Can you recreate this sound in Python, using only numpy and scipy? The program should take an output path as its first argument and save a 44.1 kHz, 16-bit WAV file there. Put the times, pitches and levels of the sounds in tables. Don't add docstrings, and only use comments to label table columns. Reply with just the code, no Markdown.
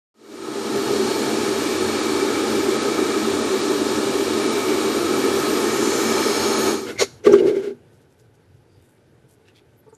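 import sys
import numpy as np
from scipy import signal
from scipy.io import wavfile
from scipy.ndimage import uniform_filter1d

SR = 44100
rng = np.random.default_rng(int(sys.argv[2]) if len(sys.argv) > 2 else 0)


def int16_out(signal):
    q = np.round(np.clip(np.atleast_2d(signal).T, -1, 1) * 32767)
    wavfile.write(sys.argv[1], SR, q.astype(np.int16))


def invert_db(x):
    u = np.asarray(x, float) / 20
    return 10 ** u


N = 439677
T = np.arange(N) / SR

# (pitch [Hz], level per Hz [dB])
AIR = [(24, -70.5), (40, -57.5), (85, -19), (173, -20.5), (213, -20), (395, -0.5), (519, -13.5), (749, -20),
       (986, -14), (1270, -16), (2050, -28), (2300, -27), (2580, -19.5), (4460, -20), (9500, -29.5),
       (12400, -68), (20900, -120)]
# (pitch [Hz], width [Hz], level [dB])
HOLLOWS = [(58.7, 40, -37), (166, 32, -34), (268.5, 27, -6.5), (313.9, 19.6, -1), (337, 23, -3.5),
           (391.6, 34, -1), (486.5, 17, -13.5)]
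# (pitch [Hz], width [Hz], level [dB])
PIPES = [(536.4, 28, -2), (626, 16.6, -3), (802, 37, -6), (884, 20, -1), (1074, 26, -8.5), (1128, 60, -8.5),
         (1273, 53.5, -0.5), (1693, 90, -10), (1818, 64, -9), (2303, 93, -7.5), (2890, 21, -13),
         (3296, 88, -15)]
# (pitch [Hz], width [Hz], level [dB])
ROOM_TONES = [(92, 16.6, -22), (134.8, 26, -21.5), (222.7, 24.8, -9.5), (692.8, 16.7, -19)]
# (pitch [Hz], level [dB])
WHINE = [(4340, -44), (8680, -48)]
# (time [s], spread [s], pitch [Hz], width [Hz], level over the hiss [dB])
SWING = [(1.2, .5, 4400, 250, -17), (3, 1.2, 3680, 200, -13.5), (4.6, 0.6, 3840, 300, -12),
         (5.95, 0.21, 6920, 900, -3), (6.05, 0.31, 6420, 500, -7.5), (6.301, 0.36, 5290, 400, -5),
         (6.45, 0.37, 4250, 400, -5.5), (6.6, 0.22, 6570, 350, -4), (6.301, 0.27, 9000, 600, -18)]
# (steady level [dB], share of the aim gain, run-down [dB per s])
LAYERS = [
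    (-21.5, 0.11, 70),
    (-28, 0.4, 106),
    (-32, 0.23, 86),
    (-46.5, 0.94, 94),
]
# (time [s], gain [dB])
AIM = [(0, -0.5), (1.4, 1), (3.2, -1), (4.4, 0.5), (5, 2), (5.5, 5), (5.9, 5.5), (6.25, 7), (6.55, 6),
       (6.7, 7.5)]
SWITCH_OFF_S, CUT_S = 6.695, 6.97

# (time [s], boom level [dB], crack level [dB], crack spread [s])
BLOWS = [(6.895, -20, -30, .023), (7.011, -10, -21, .012), (7.026, -24, -28, 0.015),
         (7.258, -7, -33.5, 0.01), (7.267, 5.5, -26.5, .0091), (7.279, -8, -40, .006),
         (7.296, -4, -34.5, .011), (7.315, -0.5, -35, .0047), (7.335, 5, -30, .0072),
         (7.355, -20, -31, .01), (7.386, -8, -34, .011), (7.407, -11, -40.5, .0076), (7.423, -8, -51, .01),
         (7.444, -9.5, -46, .01), (7.48, -11.5, -31, .015), (7.499, -9, -48, .01),
         (7.521, -14, -45.5, .017), (7.566, -9, -39, .012), (7.597, -12.5, -43, .011),
         (7.64, -15, -42, .015), (7.672, -13, -44, .017), (7.705, -16, -57, .012)]
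# (pitch [Hz], level [dB], time to fade by 60 dB [s])
TABLE = [(400, 0.5, 0.066), (361.3, -15, .12), (470, -18.5, 0.071), (242, -21.5, 0.21), (830, -29, .06),
         (620, -31.5, 0.11), (1585, -32.5, .08)]
# (pitch [Hz], width [Hz], level [dB])
SHELL_DULL = [(490, 30, 14), (1130, 69, -3.5), (1410, 150, 0.5), (2130, 160, -0.5), (2690, 920, -5.5),
              (1475, 6100, -15.5)]
# (pitch [Hz], width [Hz], level [dB])
SHELL_BRIGHT = [(4250, 700, 4.5), (5160, 120, -1), (5430, 450, 2), (6850, 550, 3.5), (8600, 2500, -10),
                (11800, 3000, -23.5)]
# (time [s], level [dB], dying away [dB per s])
SHAKES = [
    (7.018, -25.5, 501.5),
    (7.29, -11.5, 90.5),
    (7.424, -13, 104),
]
# (time [s], level [dB], dying away [dB per s])
RATTLES = [
    (7.04, -44, 150),
    (7.265, -50.5, 60),
    (7.4, -55.5, 41),
    (7.5, -54, 53),
    (7.63, -63.5, 51),
]
RATTLE_BRIGHT = (1.4, .25)
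DROP_S = 7.2

# (time [s], level [dB], spread [s], pitch [Hz])
SQUEAKS = [(7.015, -29, 0.023, 2150), (7.02, -20, 0.011, 490), (7.245, -47, .0056, 6100),
           (7.272, -22, 0.0045, 1190), (7.329, -31, 0.0045, 5790), (7.34, -22, .005, 1219),
           (7.39, -40, .01, 2920), (8.75, -72, .051, 4700), (8.8, -77.5, 0.075, 3720),
           (9.79, -63, .013, 11870), (9.9, -71, .012, 4650), (9.9, -66, .008, 8500),
           (9.93, -63, .012, 1300), (9.95, -59, .012, 7100)]
# (time [s], level [dB], spread [s], centre pitch [Hz])
BRUSHES = [(7.95, -69, .02, 6000), (8.02, -70, .015, 4000), (8.12, -69, .016, 4500), (8.2, -64, .013, 5930),
           (8.35, -68.5, .01, 5020), (8.55, -76, 0.032, 3000), (8.88, -68, 0.06, 9000),
           (9.32, -63, .023, 8440), (9.575, -73, .013, 8460)]
# (time [s], level [dB], lowest resonance [Hz])
TICKS = [
    (9.485, -62.5, 1790),
    (9.575, -60, 2450),
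]
# (time [s], level [dB])
TAPS = [
    (9.864, -38),
    (9.878, -36),
    (9.925, -35),
]
# (pitch [Hz], level [dB], time to fade by 60 dB [s])
STAND = [(442, 2, 0.034), (890, -9.5, 0.056), (1155, -19, 0.055), (290, -13, .05)]

# (pitch [Hz], level per Hz [dB])
ROOM = [(18, -53), (30, -17.5), (58, -31), (97, -6.5), (141, -8), (182, -16), (432, -13), (466, -18),
        (836, -27.5), (1160, -33.5), (1430, -29), (1980, -32.5), (8000, -45.5), (13000, -43.5)]
# (time [s], level [dB], dying away [dB per s])
STIRS = [
    (6.97, -43, 55),
    (7.6, -58, 41),
]
# (time [s], level [dB], spread [s])
THUDS = [(7.0, -47, 0.039), (7.33, -42, 0.054), (7.95, -67, 0.11), (8.25, -57, 0.042), (8.55, -51.5, 0.047),
         (8.78, -48.5, 0.027), (9.2, -60.5, 0.089), (9.72, -57.5, .04), (9.9, -60.5, 0.032)]

# (low edge [Hz], high edge [Hz],
# share of time dropped, leftover at low edge [dB], in the middle [dB], at high edge [dB])
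DROPPED = [(9650, 10340, .975, 8, -40, 7), (10340, 11030, .05, 0, 0, 0), (11030, 11720, .99, 11, -24, -8),
           (11720, 12400, .6, -14, -28, 11), (12400, 13130, .05, 0, -3, -3)]
# (from [s], to [s])
LOUD_SPANS = [
    (.2, 6.88),
    (6.96, 7.015),
    (7.26, 7.39),
]


def dryer():
    roar, jet, hiss, top = dryer_levels()
    air = coloured(AIR, patchy_db=.5)
    white = rng.standard_normal((4, N))

    hollow = resonate(resonate(white[0], HOLLOWS), [(306, 730, 0)])
    for hz, width, _ in ROOM_TONES:
        hollow += resonate(resonate(white[3], [(hz, width, _)]), [(hz, width, 3)])
    low = rms_one(hollow) * invert_db(0.29 * drift(21))

    pipes = 0
    for k, mode in enumerate(PIPES):
        pipes = pipes + (-1) ** k * invert_db(1.3 * drift(0.76)) * resonate(white[1], [mode])
    middle = rms_one(1.15 * rms_one(pipes) + rms_one(band(air, 496, 2930)))

    high = rms_one(band(air, 3450, 9860, order=3))
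    for s, spread, hz, width, db in SWING:
        lit = rms_one(band(white[0], hz - width / 2, hz + width / 2))
        high += invert_db(db) * bump(s, spread) * lit
    jet_tones = [(3796, 63, 4), (4075, 42, 6), (5390, 60, 0.0), (6830, 100, 0.5)]
    high += 0.35 * rms_one(resonate(white[1], jet_tones))

    wobbly_time = T + np.cumsum(.003 * drift(5)) / SR
    whine = 0
    for hz, db in WHINE:
        whine = whine + invert_db(db + 32 + 2.5 * drift(6)) * np.sin(2 * np.pi * hz * wobbly_time)

    treble = invert_db(4.5) * rms_one(band(white[2], 9270, 13400, order=3))
    return roar * low + jet * middle + hiss * (high + whine) + top * treble


def dryer_levels():
    aim_db = np.interp(T, *np.transpose(AIM))
    since_off = np.maximum(T - SWITCH_OFF_S, 0)
    running = T < CUT_S
    return [invert_db(db + share * aim_db - fall * since_off) * running for db, share, fall in LAYERS]


def table():
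    s, boom_db, crack_db, spread = np.transpose(BLOWS)
    bright = np.where((s > 6.95) & (s < 7.1), 0.88, .1)
    dull = rms_one(resonate(rng.standard_normal(N), SHELL_DULL))
    sharp = rms_one(resonate(rng.standard_normal(N), SHELL_BRIGHT))
    puffs = [invert_db(db) * bump(at, wide) for at, db, wide in zip(s, crack_db, spread)]
    crackle = sum(puffs) * dull + bright @ puffs * sharp

    top_modes = [(394.0, 40.7, 6.5), (350, 57, 1), (250, 19, -10.0), (496, 60, -8),
                 (160, 60, -19.0), (590, 80, -21.5), (857, 55, -25.5)]
    shaking = rms_one(resonate(rng.standard_normal(N), top_modes))
    rattle = dull + np.where(T < DROP_S, *RATTLE_BRIGHT) * sharp
    loose = swell(SHAKES, rise_db_per_s=650) * shaking + swell(RATTLES, rise_db_per_s=500) * rattle
    gate = invert_db(-180 * np.maximum(T - 7.71, 0))
    return strike(s, boom_db, TABLE) + crackle + gate * loose


def rustles():
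    patchy = invert_db(4 * uniform_filter1d(rng.standard_normal(N), size=64) * 8)
    grain = rng.standard_normal(N) * patchy
    rows = [(s, db, spread, hz, 63 + 0.04 * hz) for s, db, spread, hz in SQUEAKS]
    rows += [(s, db, spread, hz, 7900) for s, db, spread, hz in BRUSHES]
    for s, db, hz in TICKS:
        for k, part_db in enumerate((-1.5, 0.7, -9)):
            rows.append((s, db + part_db, 0.018, hz + k * 910, 370))
    rubbing = 0
    for s, db, spread, hz, width in rows:
        rubbing = rubbing + invert_db(db) * bump(s, spread) * rms_one(resonate(grain, [(hz, width, 0)]))
    return rubbing + strike(*np.transpose(TAPS), STAND)


def quiet_room():
    level = invert_db(-56) + swell(STIRS, rise_db_per_s=150)
    white = rng.standard_normal(N)
    murmur = rms_one(coloured(ROOM, patchy_db=1.2))
    tones = rms_one(resonate(white, [(1510, 60, -1.5), (854, 66, -1), (11030, 15, -10)]))
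    hum = rms_one(resonate(white, [(95, 24, -0.34), (130, 20, -2)]))
    thuds = hum * sum(invert_db(db) * bump(s, spread) for s, db, spread in THUDS)
    return level * (murmur + invert_db(-16.5) * tones) + thuds


def strike(s, blow_db, modes):
    luck = rng.standard_normal((len(s), len(modes)))
    out = np.zeros(N)
    for k, (hz, db, t60) in enumerate(modes):
        push = np.full(N, 1e-18)
        push[(s * SR).astype(int)] = invert_db(blow_db + db + 0.66 * luck[:, k])
        r, w = invert_db(-60 / (t60 * SR)), 2 * np.pi * hz / SR
        ringing = signal.lfilter([0, np.sin(w)], [1, -2 * r * np.cos(w), r * r], push)
        out += resonate(ringing, [(hz, 65, 0)])
    return out


def swell(rows, rise_db_per_s):
    gain = 0
    for s, db, fall in rows:
        below_db = np.where(T < s, rise_db_per_s * (s - T), fall * (T - s))
        gain = gain + invert_db(db - below_db)
    return gain


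def bump(s, spread):
    return np.exp(-.5 * ((T - s) / spread) ** 2)


def coloured(spectrum, patchy_db):
    together = drift(7.2)
    white = rng.standard_normal((2, N))
    edges = 30 * 2 ** np.arange(0, 9, 1 / 3)
    hz, db = np.transpose(spectrum)
    out = 0
    for k, (low, high) in enumerate(zip(edges, edges[1:])):
        level_db = np.interp(np.log(low * high) / 2, np.log(hz), db)
        flutter = .6 * together + drift(14)
        out = out + invert_db(level_db + patchy_db * flutter) * band(white[k % 2], low, high)
    return out


def resonate(x, modes):
    out = 0
    for k, (hz, width, db) in enumerate(modes):
        r = np.exp(-np.pi * width / SR)
        feedback = [1, -2 * r * np.cos(2 * np.pi * hz / SR), r * r]
        out = out + (-1) ** k * invert_db(db) * signal.lfilter([1 - r, 0, r - 1], feedback, x)
    return out


def band(x, low_hz, high_hz, order=2):
    return signal.sosfilt(signal.butter(order, [low_hz, high_hz], "band", fs=SR, output="sos"), x)


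def drift(rate_hz):
    r = np.exp(-80 * np.pi * rate_hz / SR)
    slow = signal.lfilter([1], [1, -2 * r, r * r], rng.standard_normal(N // 40 + 2002))
    slow = slow[2000:]
    return np.interp(np.arange(N) / 40, np.arange(len(slow)), rms_one(slow))


def rms_one(x):
    return x / np.sqrt(np.mean(x ** 2) + 1e-20)


def scene():
    fade = np.sin(np.pi / 2 * np.clip((T - 0.096) / 0.98, 0, 1)) ** 2
    fade = fade * (T > .142)
    return np.tile(fade * (dryer() + table() + rustles() + quiet_room()), (2, 1))


def dropped_treble(x):
    hz, s, centre = signal.stft(x, SR, nperseg=2048)
    loud = sum((s > a) & (s < b) for a, b in LOUD_SPANS) > 0
    centre[hz > DROPPED[-1][1]] = 0
    opposed = np.zeros_like(centre)
    for low, high, share, low_db, middle_db, high_db in DROPPED:
        mood = uniform_filter1d(rng.standard_normal(len(s)), size=4)
        in_band = ((hz >= low) & (hz < high))[:, None]
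        gone = in_band & loud & (mood < np.quantile(mood, share))
        corners = [low + 50, low + 220, high - 220, high - 50]
        left_db = np.interp(hz, corners, [low_db, middle_db, middle_db, high_db])
        opposed += gone * centre * invert_db(left_db)[:, None]
        centre = centre * ~gone
    centre, opposed = (signal.istft(z, SR, nperseg=2048)[1][:N] for z in (centre, opposed))
    return centre + opposed * [[1], [-1]]


def low_pass(x):
    return signal.sosfilt(signal.butter(12, 14530, fs=SR, output="sos"), x)


def record(dry):
    overloaded = np.clip(dry[0], -.95, .95)
    mix = dropped_treble(overloaded)
    return low_pass(mix)


dry = scene()
out = record(dry)
int16_out(out)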